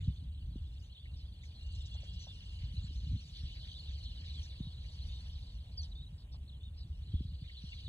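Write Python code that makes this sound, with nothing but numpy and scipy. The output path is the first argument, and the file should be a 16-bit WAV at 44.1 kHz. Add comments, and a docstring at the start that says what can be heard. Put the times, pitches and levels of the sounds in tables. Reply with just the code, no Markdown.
"""At a marsh pond, a two-port microphone hears a flock of small shorebirds from one side. A gust thumps
the microphone at once; wind rumbles and far air hisses under the thin piping and wing swish of the flock.
From 1 s near birds whistle, rasp, purr and rattle, with a few close knocks and a faint, far roar.
A second gust hits at 3 s. Wheeling and settling on driftwood, the flock is busiest from 3.6 to 5 s,
lulls just after 6 s, then swells again as more eddies thump the microphone."""
import sys
import numpy as np
from scipy import signal
from scipy.fft import rfft, irfft, next_fast_len
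from scipy.io import wavfile
from scipy.ndimage import uniform_filter1d

SR = 44100
rng = np.random.default_rng(int(sys.argv[2]) if len(sys.argv) > 2 else 0)


def waveform_to_disk(signal):
    """Save audio, clipped to [-1, 1], as 16-bit WAV at the path in sys.argv[1]."""
    frames = np.transpose(np.atleast_2d(signal))
    scaled = np.clip(frames, -1, 1) * 32767
    samples = np.round(scaled).astype(np.int16)
    wavfile.write(sys.argv[1], SR, samples)


N = 347640


def gain_of(db):
    """Decibels to amplitude."""
    return 10 ** (np.asarray(db) / 20)


def unit_rms(x):
    """Scales to rms 1."""
    return x / np.sqrt(np.mean(x ** 2) + 1e-20)


def at_frequency(points, hz):
    """Reads a spectrum on a log frequency axis."""
    f, value = np.transpose(points)
    return np.interp(np.log(hz + 1), np.log(f + 1), value)


def envelope(rows, column=1):
    """Gain over time from one dB column of a curve."""
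    rows = np.array(rows)
    return gain_of(np.interp(np.arange(N) / SR, rows[:, 0], rows[:, column]))


def surges(rows, rise_s, fall_s):
    """Gain over time of bursts that build to a peak and die away."""
    t = np.arange(N) / SR
    return sum(gain_of(db) * np.exp(np.minimum((t - s) / rise_s, (s - t) / fall_s)) for s, db in rows)


def wander(samples):
    """A smooth random wobble of rms 1."""
    return unit_rms(uniform_filter1d(uniform_filter1d(rng.standard_normal(N), samples), samples))


def noise(colour, size, patchy_db, likeness=((1, 1), (2, 1))):
    """Two channels of coloured noise with drifting louder and softer patches."""
    frames, hz = N // (size // 4) + 5, np.fft.rfftfreq(size, 1 / SR)
    a, b, c, d, patches = rng.standard_normal((frames, len(hz), 5)).T
    patches = unit_rms(uniform_filter1d(uniform_filter1d(patches, size=10, axis=0), size=12, axis=1))
    alike = np.clip(at_frequency(likeness, hz), 0, 1)[:, None]
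    left = a + 1j * b
    right = alike * left + np.sqrt(1 - alike ** 2) * (c + 1j * d)
    spectra = np.array([left, right]) * gain_of(at_frequency(colour, hz)[:, None] + patchy_db * patches)
    return unit_rms(signal.istft(spectra, nperseg=size, noverlap=size - size // 4)[1][:, :N])


def whistles(s, length, start, middle, end, db, burr_hz,
             burr_rate_hz=150, throb=0.13, snap=6, hold=3, flat=2):
    """Each call is a sine on a bent pitch path; a wandering burr shakes its pitch and level."""
    s, length, start, middle, end, db, burr_hz, throb, hold = (
        np.c_[v * np.ones(len(s))] for v in (s, length, start, middle, end, db, burr_hz, throb, hold))
    n = np.arange(int(length.max() * SR) + 1)
    u = np.minimum(n / SR / length, 1)  # progress through the call
    path = middle + (end - start) * (u - .5) + ((start + end) / 2 - middle) * abs(2 * u - 1) ** flat
    draw = rng.random((len(s), 4))
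    beat = 2 * np.pi * burr_rate_hz * (1 + .8 * draw[:, :1]) * n / SR
    shake = np.sin(beat + 2 * np.pi * draw[:, 1:2]) + np.sin(0.435 * beat + 2 * np.pi * draw[:, 2:3])
    swell = np.minimum(snap * u, 1) * (1 - u ** hold) * (1 + throb * shake)
    phase = 2 * np.pi * np.cumsum(path + burr_hz * shake, axis=1) / SR
    tone = np.sqrt(2) * gain_of(db) * swell * np.sin(phase)
    at = np.clip((s * SR).astype(int) + n, 0, N)
    return np.bincount(at.ravel(), tone.ravel(), N + 1)[:N]


def blips(rows, cycles, sink):
    """Short pushes of a few cycles whose pitch sinks by the factor exp(sink)."""
    out = np.zeros(N + SR)
    for s, db, hz in rows:
        u = np.arange(0, 1, hz * 2 * np.sinh(sink / 2) / sink / cycles / SR)
        turns = cycles * (1 - np.exp(-sink * u)) / (1 - np.exp(-sink))
        swell = gain_of(db) * np.sin(np.pi * u ** 0.8) ** 2
        out[round(s * SR):][:len(u)] += swell * np.sin(2 * np.pi * turns)
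    return out[:N]


# Wind on the microphone between gusts: (time [s], level [dB])
WIND_LEVEL = [(0.0, -45), (0.48, -39), (0.88, -47), (0.96, -52), (1.1, -43), (1.38, -45), (1.76, -40.5),
              (2.45, -44), (2.95, -40), (3.25, -45.5), (3.55, -43), (4.83, -43), (5.3, -42.5),
              (6.78, -44.5), (7.2, -39), (7.57, -48.5), (7.88, -44)]
# Gusts at their peaks: (time [s], level [dB])
GUSTS = [(0.09, -33), (3.16, -31.5), (3.47, -44.5), (5.11, -44.5)]
# Spectra of the rumble and of the lumps in strong gusts: (frequency [Hz], relative level [dB])
RUMBLE_COLOUR = [(13, -29), (22, -10), (54, 2), (70, 6.5), (84, -3.5), (99, -7), (328, -40), (450, -51.5),
                 (580, -69), (990, -120)]
BUFFET_COLOUR = [(70, -24.5), (120, 7.5), (300, -15.5), (450, -41), (900, -110)]


def wind():
    """Wind rumbles on the microphone; lumpy buffeting grows with the square of its force."""
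    force = envelope(WIND_LEVEL) + surges(GUSTS, rise_s=0.075, fall_s=0.0097)
    full_gust = gain_of(-33.5)
    rumble = noise(RUMBLE_COLOUR, size=4096, patchy_db=1)[0]
    lumps = gain_of(4.5 * wander(700) - 13)
    buffet = noise(BUFFET_COLOUR, size=1024, patchy_db=7)[0] * lumps
    return force * (rumble + buffet * force / full_gust)


# Hiss from far across the marsh: (frequency [Hz], relative level [dB])
AIR_COLOUR = [(300, 9.5), (1300, 1), (2200, 1.5), (2900, 7), (3600, 2.5), (5000, -15.5), (8000, -5.5),
              (10000, -8.5), (12000, -8.5), (15000, -12)]
# How alike distant noise is at the two ports: (frequency [Hz], likeness [0 to 1])
PORT_LIKENESS = [(600, 0.87), (1000, 0.015), (1800, 0.7), (2500, 0.4), (8000, 0.97), (10500, 0.91),
                 (12500, 1), (14200, 0.98)]


def far_air():
    """Distant air hisses steadily."""
    return gain_of(-73) * noise(AIR_COLOUR, size=512, patchy_db=1.8, likeness=PORT_LIKENESS)


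# The flock out over the pond: (time [s], piping level [dB], bustle of rasps and wings [dB])
FLOCK_LEVELS = [(0.0, -64.5, -69), (0.33, -69.5, -91), (0.8, -68.5, -77), (0.92, -67, -83.5),
                (1.45, -66.5, -80.5), (1.76, -63.5, -70), (2.25, -61, -70), (3.18, -62.5, -70),
                (3.6, -56.5, -68), (3.99, -58, -70), (4.45, -57, -66.5), (4.67, -63, -75),
                (5.11, -60, -66.5), (5.75, -67, -80.5), (5.9, -68, -80.5), (6.32, -78.5, -88),
                (6.93, -71.5, -84.5), (7.15, -65, -78.5), (7.36, -65.5, -80.5), (7.43, -62.5, -75.5),
                (7.81, -56, -70), (7.88, -60, -76)]
# Strength of its voices by pitch: (pitch [Hz], relative level [dB])
VOICE_COLOUR = [(2750, -3), (3100, -1.5), (3500, -1), (4100, 1), (4700, -3), (4850, -11.5)]
# Its high voices against its low ones: (time [s], tilt [dB/kHz])
VOICE_TILT = [(0, -5), (1.0, -5), (1.9, -1), (2.6, -3), (3.3, -2), (4.5, 0), (5.6, -0.5), (6.9, -4),
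              (7.88, 0)]


def flock_voices(gain, count, low_hz, high_hz, burr_hz, burr_rate_hz, extra_s, spread_db):
    """Birds call at random moments, pitches and distances; more join in as the flock gets louder."""
    when, pitch, stretch, bend, drop, near, burr, shy = rng.random((count, 8)).T
    s, hz = when * N / SR, low_hz + (high_hz - low_hz) * pitch
    busiest = gain_of(-62.5)
    busy = np.clip((envelope(FLOCK_LEVELS) / busiest) ** .8, .05, 1)
    joins = np.clip(4 * (busy[(when * N).astype(int)] - shy) + .5, 1e-4, 1)
    db = at_frequency(VOICE_COLOUR, hz) - spread_db * np.log(1 - .97 * near) + 20 * np.log10(joins)
    khz_above_centre = (hz - (low_hz + high_hz) / 2) / 1000
    db += np.interp(s, *np.transpose(VOICE_TILT)) * khz_above_centre
    length = 0.0075 + extra_s * stretch ** 2
    start, end = hz * (.92 + .14 * bend), hz * (1 - .13 * drop)
    calls = whistles(s, length, start, hz, end, db, burr_hz * burr, burr_rate_hz)
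    return unit_rms(calls / np.sqrt(busy)) * gain


# A few birds flap up and rasp: (peak time [s], level [dB])
STARTLES = [(1.45, -72.5), (3.37, -71), (5.84, -65)]
# Wing swish over the water: (frequency [Hz], relative level [dB])
WING_COLOUR = [(1000, -8), (2200, 9), (5300, 10), (7000, -2.5), (10000, -7.5), (15000, -24.5)]


def flock():
    """The distant voices and, apart, the wings; high rasping and swish follow the same bustle."""
    bustle = envelope(FLOCK_LEVELS, column=2) + surges(STARTLES, rise_s=0.017, fall_s=0.021)
    piping = flock_voices(envelope(FLOCK_LEVELS), count=5000, low_hz=2717.5, high_hz=4850,
                          burr_hz=112, burr_rate_hz=98.7, extra_s=0.0238, spread_db=2.7)
    rasping = flock_voices(bustle, count=1300, low_hz=5080, high_hz=6600,
                           burr_hz=714, burr_rate_hz=200, extra_s=0.029, spread_db=3.5)
    flurries = gain_of(3 + 0.48 * wander(900))
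    swish = noise(WING_COLOUR, size=512, patchy_db=5, likeness=PORT_LIKENESS)
    return piping + gain_of(-12.5) * rasping, swish * flurries * bustle


def marsh_scatter(x, decay_s=0.067):
    """Reeds, logs and water scatter each sound back, differently to each port."""
    t = np.arange(4000) / SR
    taps = rng.standard_normal((2, len(t))) * gain_of(-60 * t / decay_s) * (t > .002)
    return signal.oaconvolve(x[None], taps / np.linalg.norm(taps[0]), axes=1)[:, :N]


# Birds near the microphone:
# (time [s], length [s], middle pitch [Hz], glide [Hz], level [dB], burr depth [Hz])
NEAR_CALLS = [(0.044, 0.012, 3760, -500, -58.5, 30), (0.92, 0.022, 4150, -100, -65, 130),
              (0.948, 0.023, 3590, -390, -59.5, 56), (0.97, 0.083, 3380, 53, -63, 170),
              (1.192, 0.051, 4010, -300, -65.5, 80), (1.55, 0.1, 4060, -99, -63.5, 130),
              (1.733, 0.038, 3980, -600, -61, 170), (1.803, 0.026, 3500, -250, -57.5, 140),
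              (1.836, 0.074, 3580, -500, -61, 110), (1.912, 0.061, 3420, -120, -57.5, 62),
              (2.19, 0.085, 4150, -100, -62.5, 220), (2.274, 0.061, 3500, -150, -55.5, 110),
              (2.76, 0.024, 3990, -100, -54, 200), (2.828, 0.053, 4150, 6, -61, 170),
              (3.169, 0.038, 4220, -3, -61.5, 120), (3.747, 0.05, 3580, -52, -55.5, 130),
              (3.787, 0.041, 4050, -800, -53, 160), (4.035, 0.054, 4020, -400, -55, 120),
              (4.29, 0.038, 3940, -300, -55, 129), (4.357, 0.054, 3244, -140, -57.5, 86),
              (4.617, 0.081, 3830, 0, -58.5, 37), (5.01, 0.034, 4080, 0, -56.5, 130),
              (5.082, 0.11, 3740, 168, -60, 48), (5.749, 0.076, 3290, 100, -69, 30),
              (5.774, 0.012, 5180, -400, -52, 30), (5.7755, 0.047, 4560, -400, -45, 30.2),
              (5.817, 0.014, 5850, -500, -59, 30), (5.831, 0.012, 5700, -500, -55.5, 30),
              (5.917, 0.019, 3800, -430, -56, 70), (5.95, 0.076, 3670, 98, -59, 63.4),
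              (6.019, 0.035, 3850, -150, -58.5, 33), (6.065, 0.018, 3960, -100, -60.5, 30),
              (6.477, 0.015, 4300, 700, -64, 41), (6.492, 0.016, 3500, -900, -57, 40),
              (6.516, 0.072, 3220, -600, -65, 80), (6.607, 0.021, 3500, -100, -66, 60),
              (6.631, 0.016, 3720, 0, -59, 27), (6.649, 0.027, 3730, -150, -59.5, 40),
              (6.68, 0.012, 3630, 4, -63, 50), (6.808, 0.04, 3960, -170, -65, 120),
              (7.057, 0.05, 3950, -450, -65.5, 90), (7.126, 0.095, 3320, -34, -63.5, 110),
              (7.566, 0.049, 3970, -160, -56, 130), (7.72, 0.016, 2870, 4, -50, 60),
              (7.864, 0.013, 3700, -100, -51, 100)]


def near_calls(dive_hz=500):
    """Arched whistles, the quicker the more bent; one that falls by dive_hz starts high and fades early."""
    s, length, hz, glide_hz, db, burr_hz = np.transpose(NEAR_CALLS)
    sag = hz * .07 * np.sqrt(.04 / length)
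    evenness = np.clip(1 + glide_hz / dive_hz, 0, 1)
    start, end = hz - sag * evenness - glide_hz / 2, hz - sag + glide_hz / 2
    return whistles(s, length, start, hz, end, db, burr_hz, burr_rate_hz=77,
                    throb=burr_hz / 400, snap=12, hold=2 + 5 * evenness, flat=2.6)


# Eddies right on the microphone: (time [s], level [dB], middle pitch [Hz])
THUMPS = [(0.074, -21.5, 86.8), (0.483, -35.5, 84.5), (0.556, -37, 168), (2.631, -33.5, 75.5),
          (2.772, -28.5, 57.5), (2.838, -36, 98), (2.906, -49.5, 183), (3.082, -31, 66), (3.128, -25, 64.6),
          (3.432, -38.5, 99), (4.602, -31, 127), (4.667, -33, 90), (7.134, -22.5, 58.6),
          (7.139, -35.5, 152), (7.204, -35, 154), (7.247, -33.5, 82), (7.319, -38, 94), (7.418, -36.5, 96),
          (7.636, -37, 108)]


def wind_thumps():
    """Each eddy gives the microphone a low push that sinks steeply in pitch."""
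    return blips(THUMPS, cycles=2.8, sink=1.8)


# Hoarse birds nearby: (time [s], length [s], centre pitch [Hz], spread [Hz], level per tone [dB])
RASPS = [(0.813, 0.092, 6200, 445, -81.5), (1.159, 0.077, 4770, 452, -72), (1.421, 0.071, 6000, 444, -77.5),
         (3.345, 0.052, 3850, 456, -58.5), (2.187, 0.11, 5840, 295, -67.5), (4.421, 0.047, 5600, 388, -65),
         (5.825, 0.044, 3900, 758, -60), (6.174, 0.072, 4180, 626, -72), (6.315, 0.06, 4230, 790, -67.5),
         (6.767, 0.08, 4420, 508, -67)]


def rasps():
    """A rasp is a tangle of three tones, each zigzagging fast around its own falling pitch."""
    s, length, hz, spread_hz, db = np.transpose(RASPS)
    return sum(whistles(s, length, 1.04 * pitch, pitch, .86 * pitch, db,
                        burr_hz=0.24 * spread_hz, burr_rate_hz=90, throb=0.4)
               for pitch in (hz - spread_hz, hz, hz + spread_hz))


# Near notes pitched below the flock: (time [s], level [dB], pitch [Hz])
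LOW_NOTES = [(1.0544, -58.5, 2120), (1.4336, -59, 2170), (7.4944, -56, 2120), (7.7298, -55, 2230)]


def low_notes():
    """Very short burry whistles with no glide."""
    s, db, hz = np.transpose(LOW_NOTES)
    return whistles(s, 0.014, hz, hz, hz, db, burr_hz=130)


# A dull roar a long way off: (time [s], level [dB])
ROAR_LEVEL = [(0.0, -100), (1.47, -79.5), (2.5, -78), (3.31, -97), (3.56, -75.5), (6.23, -77.5),
              (7.46, -94)]


def far_roar():
    """A faint band of low-middle noise swells and fades twice."""
    colour = [(250, -4), (450, -0.5), (1050, -1), (1300, -23.5)]  # (frequency [Hz], relative level [dB])
    return noise(colour, size=1024, patchy_db=2.5, likeness=PORT_LIKENESS) * envelope(ROAR_LEVEL)


# Held notes low in the flock: (time [s], length [s], pitch [Hz], top syllable level [dB])
PURRS = [(1.6, 1.05, 2820, -62), (1.98, 0.2, 3330, -61.5)]


def purrs(gap_s=.013):
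    """A purr is a stutter of short overlapping syllables."""
    out = np.zeros(N)
    for onset, length, hz, db in PURRS:
        s = np.arange(onset, onset + length, gap_s)
        late, detune, softer = rng.random((len(s), 3)).T
        pitch = hz * (.98 + .04 * detune)
        out += whistles(s + gap_s * late, 2 * gap_s, pitch, pitch, pitch, db - 8 * softer, burr_hz=40)
    return out


def rattle(onset_s=1.626, gap_s=.0938, count=7, climb_hz_per_s=590, peak_s=1.83):
    """One near bird chips evenly, swelling once; a burry lower note with a faint partner follows each."""
    s = onset_s + gap_s * np.arange(count)
    swell_db = 3 * np.exp(-((s - peak_s) / 0.15) ** 2)
    jitter, accent = rng.standard_normal((count, 2)).T
    start_hz = 8300 + climb_hz_per_s * (s - onset_s)
    chips = whistles(s, 0.016, start_hz, 7300, 6900, -74.5 + swell_db + jitter,
                     burr_hz=200, burr_rate_hz=250, throb=.4)
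    s, db = s + .005 * jitter, -66.5 + swell_db + 2.5 * accent
    lower = whistles(s + 0.033, 0.026, 5600, 5300, 4800, db, burr_hz=500, burr_rate_hz=330, snap=12)
    partner = whistles(s + 0.03, 0.035, 7300, 7100, 6800, db - 8, burr_hz=350, burr_rate_hz=280)
    return chips + lower + partner


# Small knocks close by: (time [s], direct level [dB], middle pitch [Hz])
KNOCKS = [(1.95, -56, 760), (2.031, -58, 560), (2.268, -52, 720), (6.343, -56.5, 860)]


def knocks():
    """Each knock is a few sinking cycles, scattered back strongly by the marsh."""
    direct = blips(KNOCKS, cycles=3.5, sink=0.5)
    return direct + gain_of(3.5) * marsh_scatter(direct)


def scene():
    """Far and near birds with their scatter, the marsh around them, and wind on the microphone."""
    far, wings = flock()
    near = near_calls() + purrs() + low_notes() + rattle() + rasps()
    scatter = marsh_scatter(gain_of(-6.5) * far + gain_of(-13) * near)
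    birds = far + wings + near + scatter
    return birds + far_roar() + far_air() + knocks() + wind() + wind_thumps()


# What the microphone housing adds to the left port's lead: (frequency [Hz], phase [rad])
HOUSING_PHASE = [(0, 0), (650, -.5), (1100, 1.75), (1700, .6), (2300, 1.3), (2800, .55), (3400, -.8),
                 (4300, -1.75), (5800, 0), (7700, .2), (9500, -.9), (11000, 0)]


def record(dry):
    """After a short fade-in the ports shift apart in phase, the bass folds to mono and the band is cut."""
    fade_s, left_lead_s = .012, .0001225
    mono_below_hz, low_cut_hz, high_cut_hz = 640, 46.7, 15750
    size = next_fast_len(N + 4096)
    hz = np.fft.rfftfreq(size, 1 / SR)
    faded = dry * np.minimum(np.arange(N) / SR / fade_s, 1)
    lead = 2 * np.pi * hz * left_lead_s + np.interp(hz, *np.transpose(HOUSING_PHASE))
    left, right = rfft(faded, size) * np.exp([.5j * lead, -.5j * lead])
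    mid = (left + right) / 2
    side = (left - right) / 2 / (1 + (mono_below_hz / (hz + 1)) ** 6)
    ports = irfft(np.array([mid + side, mid - side]), size)[:, :N]
    ports = signal.sosfilt(signal.butter(2, low_cut_hz, "high", fs=SR, output="sos"), ports)
    high_cut = signal.firwin(511, high_cut_hz, window=("kaiser", 9), fs=SR)
    return signal.oaconvolve(ports, high_cut[None], "same")


dry = scene()
out = record(dry)
waveform_to_disk(out)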